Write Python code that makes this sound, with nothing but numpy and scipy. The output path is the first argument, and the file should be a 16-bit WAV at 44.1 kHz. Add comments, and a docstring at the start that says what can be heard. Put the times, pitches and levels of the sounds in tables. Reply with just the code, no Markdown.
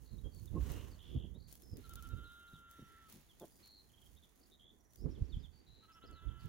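"""A breezy field, where a sow and her piglets graze close by. Grass crackles and snaps under their
snouts, the sow blows a snort through her nostrils, and short pig grunts come and go. Puffs and
flutters of wind buffet the microphone, mostly on its right port. Further off, a farm animal gives two
long, nasal bleats and a small bird whistles slurs and trills over a soft bed of air and leaves."""
import sys
import numpy as np
from scipy import signal
from scipy.fft import rfft, irfft
from scipy.io import wavfile
from scipy.ndimage import uniform_filter1d

SR = 44100
rng = np.random.default_rng(int(sys.argv[2]) if len(sys.argv) > 2 else 0)


def unload_wav(signal):
    """Save mono or channel-first audio to the path in sys.argv[1] as 16-bit WAV at rate SR, clipped to [-1, 1]."""
    wavfile.write(
        sys.argv[1],
        SR,
        np.round(np.clip(np.atleast_2d(signal).T, -1, 1) * 32767).astype(np.int16),
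    )


N = 285768
TIME = np.arange(N) / SR


def undb(db):
    """Decibels to gain."""
    return 10 ** (np.asarray(db) / 20)


def unit(x):
    """Scale to rms 1."""
    return x / np.sqrt(np.mean(x ** 2) + 1e-18)


def envelope_db(points):
    """A level ride: straight lines through (time_s, level_db) points."""
    return np.interp(TIME, *np.transpose(points))


def colour(x, points):
    """EQ by a curve of (freq_hz, gain_db) points."""
    hz, db = np.transpose(points)
    bins_hz = np.fft.rfftfreq(N, 1 / SR) + 1
    return irfft(rfft(x) * undb(np.interp(np.log(bins_hz), np.log(hz), db)), N)


def resonate(x, hz, width_hz):
    """One resonance, gain 1 at its centre."""
    return signal.lfilter(*signal.iirpeak(hz, hz / width_hz, fs=SR), x)


def band(x, hz, width_hz):
    """The same resonance twice for steeper skirts, scaled to rms 1."""
    return unit(resonate(resonate(x, hz, width_hz), hz, width_hz))


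def wobble(rate_hz):
    """Smooth random modulation, rms 1."""
    step = int(SR / rate_hz)
    held = np.repeat(rng.standard_normal(N // step + 1), step)
    return unit(uniform_filter1d(held, step)[:N])


def pan(db):
    """Left and right gains, the left louder by db."""
    return undb(np.array([[db], [-db]]) / 2)


def stereo_noise(shared):
    """White noise with a share of its power common to both sides."""
    centre = np.sqrt(shared) * rng.standard_normal(N)
    return centre + np.sqrt(1 - shared) * rng.standard_normal((2, N))


def add(out, start_s, x):
    """Mix a short sound in at start_s."""
    i = max(int(start_s * SR), 0)
    out[..., i:i + x.shape[-1]] += x[..., :N - i]


def outdoors(x, wet_db, t60_s):
    """The direct sound plus a short tail of scatter from the surroundings."""
    t = TIME[:SR // 2]
    tail = rng.standard_normal((2, len(t))) * np.exp(-np.log(1000) * t / t60_s)
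    tail = unit(tail) / np.sqrt(len(t))
    return x + undb(wet_db) * signal.fftconvolve(np.atleast_2d(x), tail, axes=1)[:, :N]


# Crisp EQ for crackle and snaps: freq_hz, gain_db
GRASS_EQ = [(600, -5.5), (1500, -12), (2400, -12.5), (3400, -5.5), (5000, -5), (6500, 3.5), (8300, -1),
            (10500, 5), (13000, 1.5), (15800, 0.5)]


def grazing():
    """Countless fibres crackle and tear under the snouts, which also scrape the soil."""
    blade_gain, soil_gain = snout_pushes()
    jerks = unit(undb(1.2 * wobble(45)))  # the tufts give way unevenly
    fibres = (rng.random(N) < 600 / SR) * rng.standard_normal(N)  # about 600 cracks a second
    fibres *= undb(0.72 * np.minimum(rng.exponential(size=N), 5))
    crackle = unit(outdoors(fibres, wet_db=-4, t60_s=0.069))  # smeared among the blades
    rustle = unit(crackle + stereo_noise(0.016)) * blade_gain * jerks
    grass = colour(rustle + blade_snaps(), GRASS_EQ)
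    scrape = band(stereo_noise(0.13), hz=2130, width_hz=5800)
    return grass + scrape * soil_gain


# Snouts pushing through grass: start_s, length_s, blades_db, soil_db
PUSHES = [(0.006, .06, -67.5, -84), (.1, 1.05, -72.5, -88), (0.357, 0.084, -65, -100),
          (0.694, 0.026, -60, -68), (1.038, 0.075, -84, -71.5), (1.484, 0.055, -61, -75),
          (1.602, 0.028, -64.5, -82), (1.66, 0.083, -72, -87), (1.771, 0.06, -66, -70.5),
          (1.864, 0.21, -65.5, -72.5), (2.04, 0.55, -71, -95), (2.704, .02, -65, -97),
          (2.77, 0.71, -70.5, -77), (3.094, 0.034, -60, -67.5), (3.13, 0.091, -67.5, -75.5),
          (3.395, .04, -65.5, -89), (3.45, .13, -65.5, -91), (3.6, 0.063, -65, -71.5),
          (3.741, .77, -73, -81), (4.035, .1, -69.5, -84), (4.72, 0.024, -78, -92),
          (4.914, 0.086, -72, -101), (5.09, 0.35, -86, -74), (5.527, 0.33, -93, -78.5),
          (5.922, 0.016, -74, -76), (6.406, 0.065, -76, -70.5)]


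def snout_pushes(attack_s=0.016, release_s=0.046, nibble_db=-77):
    """Gains for blades and soil: each push starts quickly, holds and settles."""
    power = np.zeros((2, N))
    for start_s, length_s, *levels_db in PUSHES:
        attack = np.clip(1 + (TIME - start_s) / attack_s, 0, 1)
        release = np.exp(-np.clip((TIME - start_s - length_s) / release_s, 0, 20))
        power += (undb(levels_db)[:, None] * attack * release) ** 2
    power[0] += undb(nibble_db) ** 2  # the litter never quite stops feeding
    return np.sqrt(power)


# Sharp accents in the grass: start_s, level_db (lifted by 5), pan_db (played at half width)
SNAPS = [(0.3473, -59, 4), (0.397, -59, -9), (0.457, -54, 0), (0.718, -47, 11), (1.484, -62, -3.0),
         (1.4965, -65, 2.0), (1.5265, -52.5, 29), (1.553, -51.5, 3), (1.621, -57.5, 15), (1.7702, -54, 7),
         (1.894, -53, 24), (1.936, -51, 15), (1.956, -46.5, 3), (2.0247, -52, 13), (2.0886, -57.5, 1.5),
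         (2.7121, -59, 25), (3.099, -55, 10), (3.1244, -53, 12.5), (3.398, -52.5, 0.0), (3.4176, -60, 19),
         (3.6752, -57, 2), (4.017, -63.5, 3), (4.9347, -60.5, 2), (4.9584, -54.5, 4), (6.1115, -64, -16),
         (6.4573, -60.5, -10)]


def blade_snaps():
    """A tearing blade cracks: a burst of noise with a fast decay and a faint tail."""
    out = np.zeros((2, N))
    t = TIME[:SR // 20]
    decay = np.exp(-t / .0019) + .08 * np.exp(-t / .012)
    for start_s, level_db, pan_db in SNAPS:
        burst = 0.29 * rng.standard_normal(len(t)) + rng.standard_normal((2, len(t)))
        add(out, start_s, burst * decay * undb(level_db + 5) * pan(pan_db / 2))
    return out


# The swell of the snort: time_s, level_db
SNORT_SWELL = [(.5, -77), (.57, -66.5), (.63, -56.5), (.72, -53.5), (.82, -58), (.9, -63.5), (1.0, -70.5),
               (1.2, -95)]
# Breathy tone of the snout: freq_hz, gain_db
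SNOUT_EQ = [(120, -25), (250, 2.5), (400, 2.5), (600, -3), (780, -11), (1050, -5), (1300, -10.5),
            (1900, -9), (2320, -14), (2880, -11), (4800, -17.5), (6500, -9.5), (8800, -14.5),
            (15500, -17.5)]


def snort(whistle_s=.573, whistle_hz=1068, whistle_db=-43.5):
    """The sow blows through her snout: the nostrils whistle as they open, then flutter in the rush."""
    swell_db = envelope_db(SNORT_SWELL)
    blowing = swell_db > swell_db.min() + 1
    rush = unit(colour(stereo_noise(0.34), SNOUT_EQ)) * undb(swell_db + 1.55 * wobble(110)) * blowing
    # the nasal passages ring most late in the blow
    nasal_db = swell_db - 5.5 + np.interp(TIME, [.7, .82, .92], [-12, 0, -12])
    nasal = band(rng.standard_normal(N), hz=2820, width_hz=550) * undb(nasal_db)
    phase = 2 * np.pi * np.cumsum(whistle_hz * (1 + .025 * wobble(700))) / SR
    whistle = np.sin(phase) * np.exp(-np.hypot(TIME - whistle_s, .004) / .007)
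    return (rush + nasal) * pan(2.8) + whistle * undb(whistle_db)


# Short, low throaty sounds: pig grunts, plus two soft wind flutters near 1.23 and 1.35 s:
# start_s, length_s, level_db, pulse_hz, resonance_hz, pan_db
THROATY_SOUNDS = [(0.515, 0.097, -48, 118.2, 272, -3), (1.226, 0.041, -56, 108.8, 267, -4),
                  (1.345, .035, -61.5, 105.4, 316.5, -5), (2.521, .025, -56.5, 113.3, 150, 3),
                  (2.783, 0.022, -56.5, 131, 255, 3), (2.81, 0.024, -55.5, 114.6, 187, 3),
                  (3.104, 0.12, -65, 91.7, 221, 6), (3.4, 0.062, -55, 144.2, 526, 1.5),
                  (6.026, 0.04, -66, 129.6, 390, 18), (6.108, .04, -68, 126, 371, 14),
                  (6.218, 0.04, -74, 160.5, 370, 8)]
# Their formants, as multiples of resonance_hz: centre_ratio, width_ratio, gain_db
FORMANTS = [(.39, 0.12, -7), (0.721, 0.28, -0.5), (1.06, 0.089, 0.5), (1.63, 0.12, -12.5), (2.8, 1, -12.5)]


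def grunts_and_flutters():
    """Uneven pulses ring low resonances; in the pig grunts, these are vocal folds and throat."""
    out = np.zeros((2, N))
    for start_s, length_s, level_db, pulse_hz, resonance_hz, pan_db in THROATY_SOUNDS:
        n = int(length_s * SR)
        cycles = np.cumsum(pulse_hz * np.exp(.26 * wobble(141.9)[:n])) / SR
        pulses = np.diff(np.floor(cycles + .5), prepend=0)
        air = .028 * rng.standard_normal(n)
        drive = np.pad((pulses + air) * signal.windows.tukey(n, .8), (0, SR // 20))
        body = sum(undb(gain_db) * resonate(drive, centre * resonance_hz, width * resonance_hz)
                   for centre, width, gain_db in FORMANTS)
        muffled = signal.sosfilt(signal.butter(4, 1.9 * resonance_hz, fs=SR, output="sos"), body)
        rms = np.sqrt(np.sum(muffled ** 2) / n)
        add(out, start_s, muffled / rms * undb(level_db) * pan(pan_db))
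    return outdoors(out, wet_db=-13, t60_s=.15)


# Bass-heavy EQ for the wind's rumble: freq_hz, gain_db
RUMBLE_EQ = [(15, -29), (25, -15), (40, -4.5), (58, 2.5), (95, -6), (160, -13), (300, -28.5), (450, -37),
             (700, -74), (1500, -58.5)]


def wind():
    """Turbulence rumbles on each microphone port; both catch the quicker flutter of the same gusts."""
    rumble_gain, flutter_gain = gusts()
    rumble = colour(stereo_noise(0.38), RUMBLE_EQ)
    # level the noise so that the gusts set the dynamics
    rumble /= np.sqrt(uniform_filter1d(rumble ** 2, SR // 16) + 1e-18)
    flutter_eq = [(100, -30), (200, -0.5), (340, -1), (480, -7.5), (680, -25.5),
                  (1500, -36.5), (4000, -74)]
    flutter = unit(colour(stereo_noise(0.24), flutter_eq))
    flicker = unit(undb(3.5 * wobble(40)))
    return rumble * rumble_gain + flutter * flutter_gain * flicker * pan(1.5)


# Puffs of wind: crest_s, rise_s, fall_s, rumble_db, rumble_pan_db, flutter_db
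GUSTS = [(.03, 0.038, 0.045, -52.5, -32, -70), (.14, .035, 0.082, -44, -43, -61.5),
         (0.258, 0.028, 0.029, -39, -27, -51.5), (.43, 0.12, 0.03, -47.5, -22, -63.5),
         (.58, 0.08, 0.23, -37, -50, -56), (.94, 0.026, 0.028, -53, 2, -83),
         (1.16, 0.058, 0.06, -42, -23, -53.5), (1.25, .04, 0.18, -45.5, -38, -65),
         (1.39, 0.045, 0.017, -62, -6, -76), (1.74, 0.069, 0.064, -50, -30, -56.5),
         (1.97, 0.17, 0.15, -50.5, -12, -69.5), (2.15, 0.096, 0.087, -45.5, -28, -63.5),
         (2.23, 0.086, 0.023, -54, -1, -62), (2.85, 1, 0.92, -67, 13, -79.5),
         (4.16, 0.15, .05, -60.5, -20, -75), (4.66, 0.086, 0.087, -70, 13, -85),
         (5.048, 0.034, 0.081, -38, -21, -50.5), (5.22, 0.037, 0.076, -42.5, -33, -54.5),
         (5.359, 0.063, .12, -45, -22, -66), (5.7, 0.031, 0.097, -60, -27, -81),
         (6.14, 0.081, 0.028, -52, -38, -63), (6.28, 0.043, 0.083, -44, -42, -61),
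         (6.459, 0.035, 0.02, -42.5, -7, -65)]


def gusts(breeze_left_db=-104, breeze_right_db=-72, breeze_flutter_db=-76.5):
    """Gains for rumble and flutter: every gust swells and dies away over a light breeze."""
    rumble_power = undb([[breeze_left_db], [breeze_right_db]]) ** 2
    flutter_power = undb(breeze_flutter_db) ** 2
    for crest_s, rise_s, fall_s, rumble_db, rumble_pan_db, flutter_db in GUSTS:
        from_crest = np.maximum((crest_s - TIME) / rise_s, (TIME - crest_s) / fall_s)
        swell = np.exp(-np.minimum(from_crest, 10) ** 1.33)  # exponent 1 is pointed, 2 rounded
        balance = pan(rumble_pan_db) / np.linalg.norm(pan(rumble_pan_db))
        rumble_power = rumble_power + (swell * undb(rumble_db) * balance) ** 2
        flutter_power = flutter_power + (swell * undb(flutter_db)) ** 2
    return np.sqrt(rumble_power), np.sqrt(flutter_power)


# Low wind thumps: centre_s, pitch_hz, half_length_s, left_db, right_db
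EDDIES = [(0.619, 57.4, .024, -35, -34.5), (0.706, 65, 0.0093, -64, -35), (1.162, 131, .012, -33.5, -31.5),
          (1.176, 74, 0.0097, -25.5, -33), (1.733, 73, .007, -38, -41), (2.137, 51.7, 0.019, -52, -37),
          (5.052, 239, 0.018, -55, -48), (5.062, 151, 0.0067, -43, -28.5), (5.222, 49, .010, -28.5, -24.5),
          (5.347, 44, 0.012, -53, -31.5), (5.373, 80, 0.007, -29.5, -38), (6.281, 47.2, 0.027, -73, -33.5)]


def eddies():
    """Single eddies hit the ports, each a brief pressure swing heard as a soft thump."""
    out = np.zeros((2, N))
    t = TIME[:SR // 5] - .1
    for centre_s, pitch_hz, half_length_s, *ports_db in EDDIES:
        phase = 2 * np.pi * pitch_hz * t + rng.uniform(-.6, .6, (2, 1))
        # each eddy sheds smaller, quicker ones that sharpen its peaks
        shed = band(rng.standard_normal((2, len(t))), 1.82 * pitch_hz, 0.85 * pitch_hz)
        swing = .8 * np.cos(phase) + .25 * np.cos(2 * phase) + .25 * shed
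        thump = -swing * np.exp(-(t / half_length_s) ** 2)
        add(out, centre_s + t[0], thump * undb(ports_db)[:, None])
    return out


# Two distant calls: start_s, length_s, pitch_hz, level_db, overtones_db, tilt_db_per_harmonic
BLEATS = [(1.825, 1.284, 346.7, -53, .5, 2.5), (5.812, 1.1, 335.1, -58.5, 7, -0.3)]
# Their nasal timbre: harmonic_number, level_db
BLEAT_HARMONICS = [(1, -29), (2, -37), (3, -26.5), (4, 4), (5, -19.5), (6, -21.5), (7, -33), (8, -18.5),
                   (9, -15.5), (10, -18), (11, -22)]
# The first call turns hoarse as it runs out: time_s, level_db
RASP_SWELL = [(2.55, -100), (2.7, -75), (2.88, -74), (2.98, -68.5), (3.04, -73), (3.12, -100)]


def bleats(crest_s=.6, catch_hz=14.8, fade_db_per_s=10, left_lag_s=.00008):
    """A nasal call stutters at first, the pitch sagging at each catch, then steadies into a held note."""
    out = np.zeros(N)
    breath_eq = [(700, -1), (1400, 14.5), (2000, 5), (2400, -1), (3000, 13), (4200, -7)]
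    for start_s, length_s, pitch_hz, level_db, overtones_db, tilt_db in BLEATS:
        age = np.clip(TIME - start_s, 0, length_s)
        arch = .035 * (age / crest_s - 1) ** 2
        slump = 0.077 * np.exp((age - length_s) / 0.023)  # the air runs out
        beat = 2 * np.pi * catch_hz * (age - .058)
        stutter = np.clip((0.492 - age) / 0.329, .04, .95)
        catch = ((1 + np.cos(beat)) / 2) ** 2
        sag = ((1 + np.cos(beat + .5)) / 2) ** 2
        bend = 1 - .07 * stutter * (sag - .3) + 0.0058 * wobble(300) + .003 * wobble(7.7)
        phase = 2 * np.pi * np.cumsum(pitch_hz * (1 - arch - slump) * bend) / SR
        voice = 0
        for k, harmonic_db in BLEAT_HARMONICS:
            if k == 4:  # on the throat's resonance, this harmonic holds firm
                waver_db = .4 * wobble(25)
            else:
                waver_db = overtones_db + tilt_db * (k - 8) + 3 * wobble(40)
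            voice += undb(harmonic_db + waver_db) * np.sin(k * phase)
        breath = unit(colour(rng.standard_normal(N), breath_eq)) * undb(overtones_db - 15)
        swell = undb(level_db - 13 * np.exp(-age / .08) - fade_db_per_s * age)
        gate = np.clip(age / 0.023, 0, 1) * np.clip((length_s - age) / 0.032, 0, 1)
        out += (unit(voice) + breath) * swell * gate * (1 - stutter * catch)
    out += band(rng.standard_normal(N), hz=1850, width_hz=380) * undb(envelope_db(RASP_SWELL))
    left = np.interp(TIME - left_lag_s, TIME, out)
    return outdoors(np.array([left, out]), wet_db=-14, t60_s=.3) * pan(4.5)


# Plain gliding notes: start_s, length_s, from_hz, to_hz, level_db
SLURS = [(0.178, 0.023, 3660, 3970, -71.5), (.233, 0.065, 3205, 3310, -70), (0.468, 0.026, 4000, 3230, -70),
         (1.338, 0.045, 3470, 4020, -72.5), (1.703, 0.047, 5270, 4870, -69),
         (3.281, 0.047, 3800, 2930, -70.5), (3.393, 0.057, 3780, 3000, -73.5),
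         (5.144, 0.034, 3900, 2760, -72), (5.288, .032, 4770, 4130, -75.5), (5.313, 0.048, 3950, 2920, -61),
         (5.426, 0.048, 3890, 2990, -66), (6.015, 0.045, 3320, 4700, -74)]
# Warbled notes: start_s, length_s, from_hz, to_hz, trill_hz, depth_hz, level_db
TRILLS = [(0.04, .13, 4190, 3870, 59, 324, -75.5), (0.311, 0.11, 4580, 4220, 42, 131, -73),
          (0.895, 0.069, 4840, 4100, 60, 160, -72.5), (0.979, 0.305, 3133, 3003, 82, 337, -65.5),
          (1.378, .16, 4150, 4330, 48, 335, -73.5), (1.611, 0.17, 5300, 5010, 49, 115, -71),
          (1.828, 0.047, 4300, 3680, 92, 300, -72.5), (2.234, 0.096, 4030, 3400, 88, 200, -73),
          (2.466, 0.04, 3700, 3470, 105, 350, -73.5), (2.523, .059, 3690, 3250, 126, 199, -70),
          (2.755, .15, 5570, 5700, 21, 125, -81), (3.498, 0.13, 4760, 4720, 90, 119, -80.5),
          (3.619, 0.21, 4150, 4060, 102, 208, -65.5), (3.888, 0.2, 3115, 3090, 23.7, 170, -74),
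          (4.156, 0.043, 3400, 3570, 105, 180, -73), (4.216, 0.051, 3380, 3230, 102, 203, -71.5),
          (4.404, 0.066, 4320, 4480, 39, 504, -75.5), (4.505, 0.065, 3600, 3570, 153, 221, -70),
          (4.583, 0.14, 3194, 3390, 84, 118, -67.5), (4.79, 0.19, 5730, 5770, 20, 125, -79),
          (4.966, 0.089, 4600, 5450, 110, 280, -72.5), (5.096, .044, 5600, 4960, 134, 300, -72.5),
          (5.245, 0.024, 4900, 5680, 120, 300, -75), (5.382, .05, 4930, 4670, 126, 200, -78),
          (5.517, 0.12, 4530, 4520, 72, 94, -75), (5.656, 0.22, 3915, 3950, 106, 130, -70.5),
          (5.911, .054, 4700, 5660, 132, 200, -71.5), (6.051, 0.047, 5140, 4650, 126, 300, -71),
          (6.118, 0.097, 4450, 3300, 100, 109, -72.5), (6.274, 0.056, 3250, 2920, 29, 260, -70),
          (6.384, .049, 4280, 4430, 128, 300, -75.5)]


def bird():
    """A thin whistle hurries through slurs and buzzy trills; slow trills break up into separate chips."""
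    out = np.zeros(N)
    slurs = [(*note, 0, 0, level_db) for *note, level_db in SLURS]
    for start_s, length_s, from_hz, to_hz, trill_hz, depth_hz, level_db in slurs + TRILLS:
        n = int(length_s * SR)
        swing = 2 * np.pi * trill_hz * TIME[:n] + 0.33 * wobble(34)[:n]
        roughness_hz = (55 + .2 * depth_hz) * wobble(900)[:n]
        pitch_hz = np.linspace(from_hz, to_hz, n) + depth_hz * np.sin(swing) + roughness_hz
        throb_depth = 1.4 if 0 < trill_hz < 40 else .85
        throb = np.maximum(1 + throb_depth * np.sin(swing - .2), 0)  # loudest near each swing's top
        fades = signal.windows.tukey(n, min(.04 / length_s, .85))
        note = np.sin(2 * np.pi * np.cumsum(pitch_hz) / SR) * throb * fades
        add(out, start_s, unit(note) * undb(level_db))
    return outdoors(out, wet_db=-6.5, t60_s=0.36) * pan(2.2)


# Tone of the ambience bed: freq_hz, gain_db
FIELD_EQ = [(25, -2), (65, -9), (130, -1.5), (250, -3.5), (420, -13.5), (700, -11.5), (1400, -18.5),
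            (2000, -16.5), (2600, -29.5), (3600, -33.5), (5100, -40), (6600, -14.5), (8000, -27),
            (12000, -63)]


def field(level_db=-75):
    """Far-off air and leaves blend into a soft, wide hush."""
    return unit(colour(stereo_noise(0.15), FIELD_EQ)) * undb(level_db + 0.091 * wobble(7.9))


def scene():
    """Wind on the microphone, pigs close by, bleats and bird further off."""
    return wind() + eddies() + grunts_and_flutters() + snort() + grazing() + bleats() + bird() + field()


def record(dry, top_hz=15900):
    """The microphone's two ports colour the treble differently; a steep low-pass cuts the top."""
    left = colour(dry[0], [(1000, -1.5), (2000, -8.5), (4200, -2.5), (6500, -10.5),
                           (8500, -7), (11000, -7), (15000, 0.5)])
    right = colour(dry[1], [(1000, 2), (2000, 1.5), (4200, 0), (6500, -2),
                            (8500, -7), (11000, -4), (15000, -14.5)])
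    low_pass = signal.ellip(10, .2, 70, top_hz, fs=SR, output="sos")
    return signal.sosfilt(low_pass, np.array([left, right]))


dry = scene()
out = record(dry)
unload_wav(out)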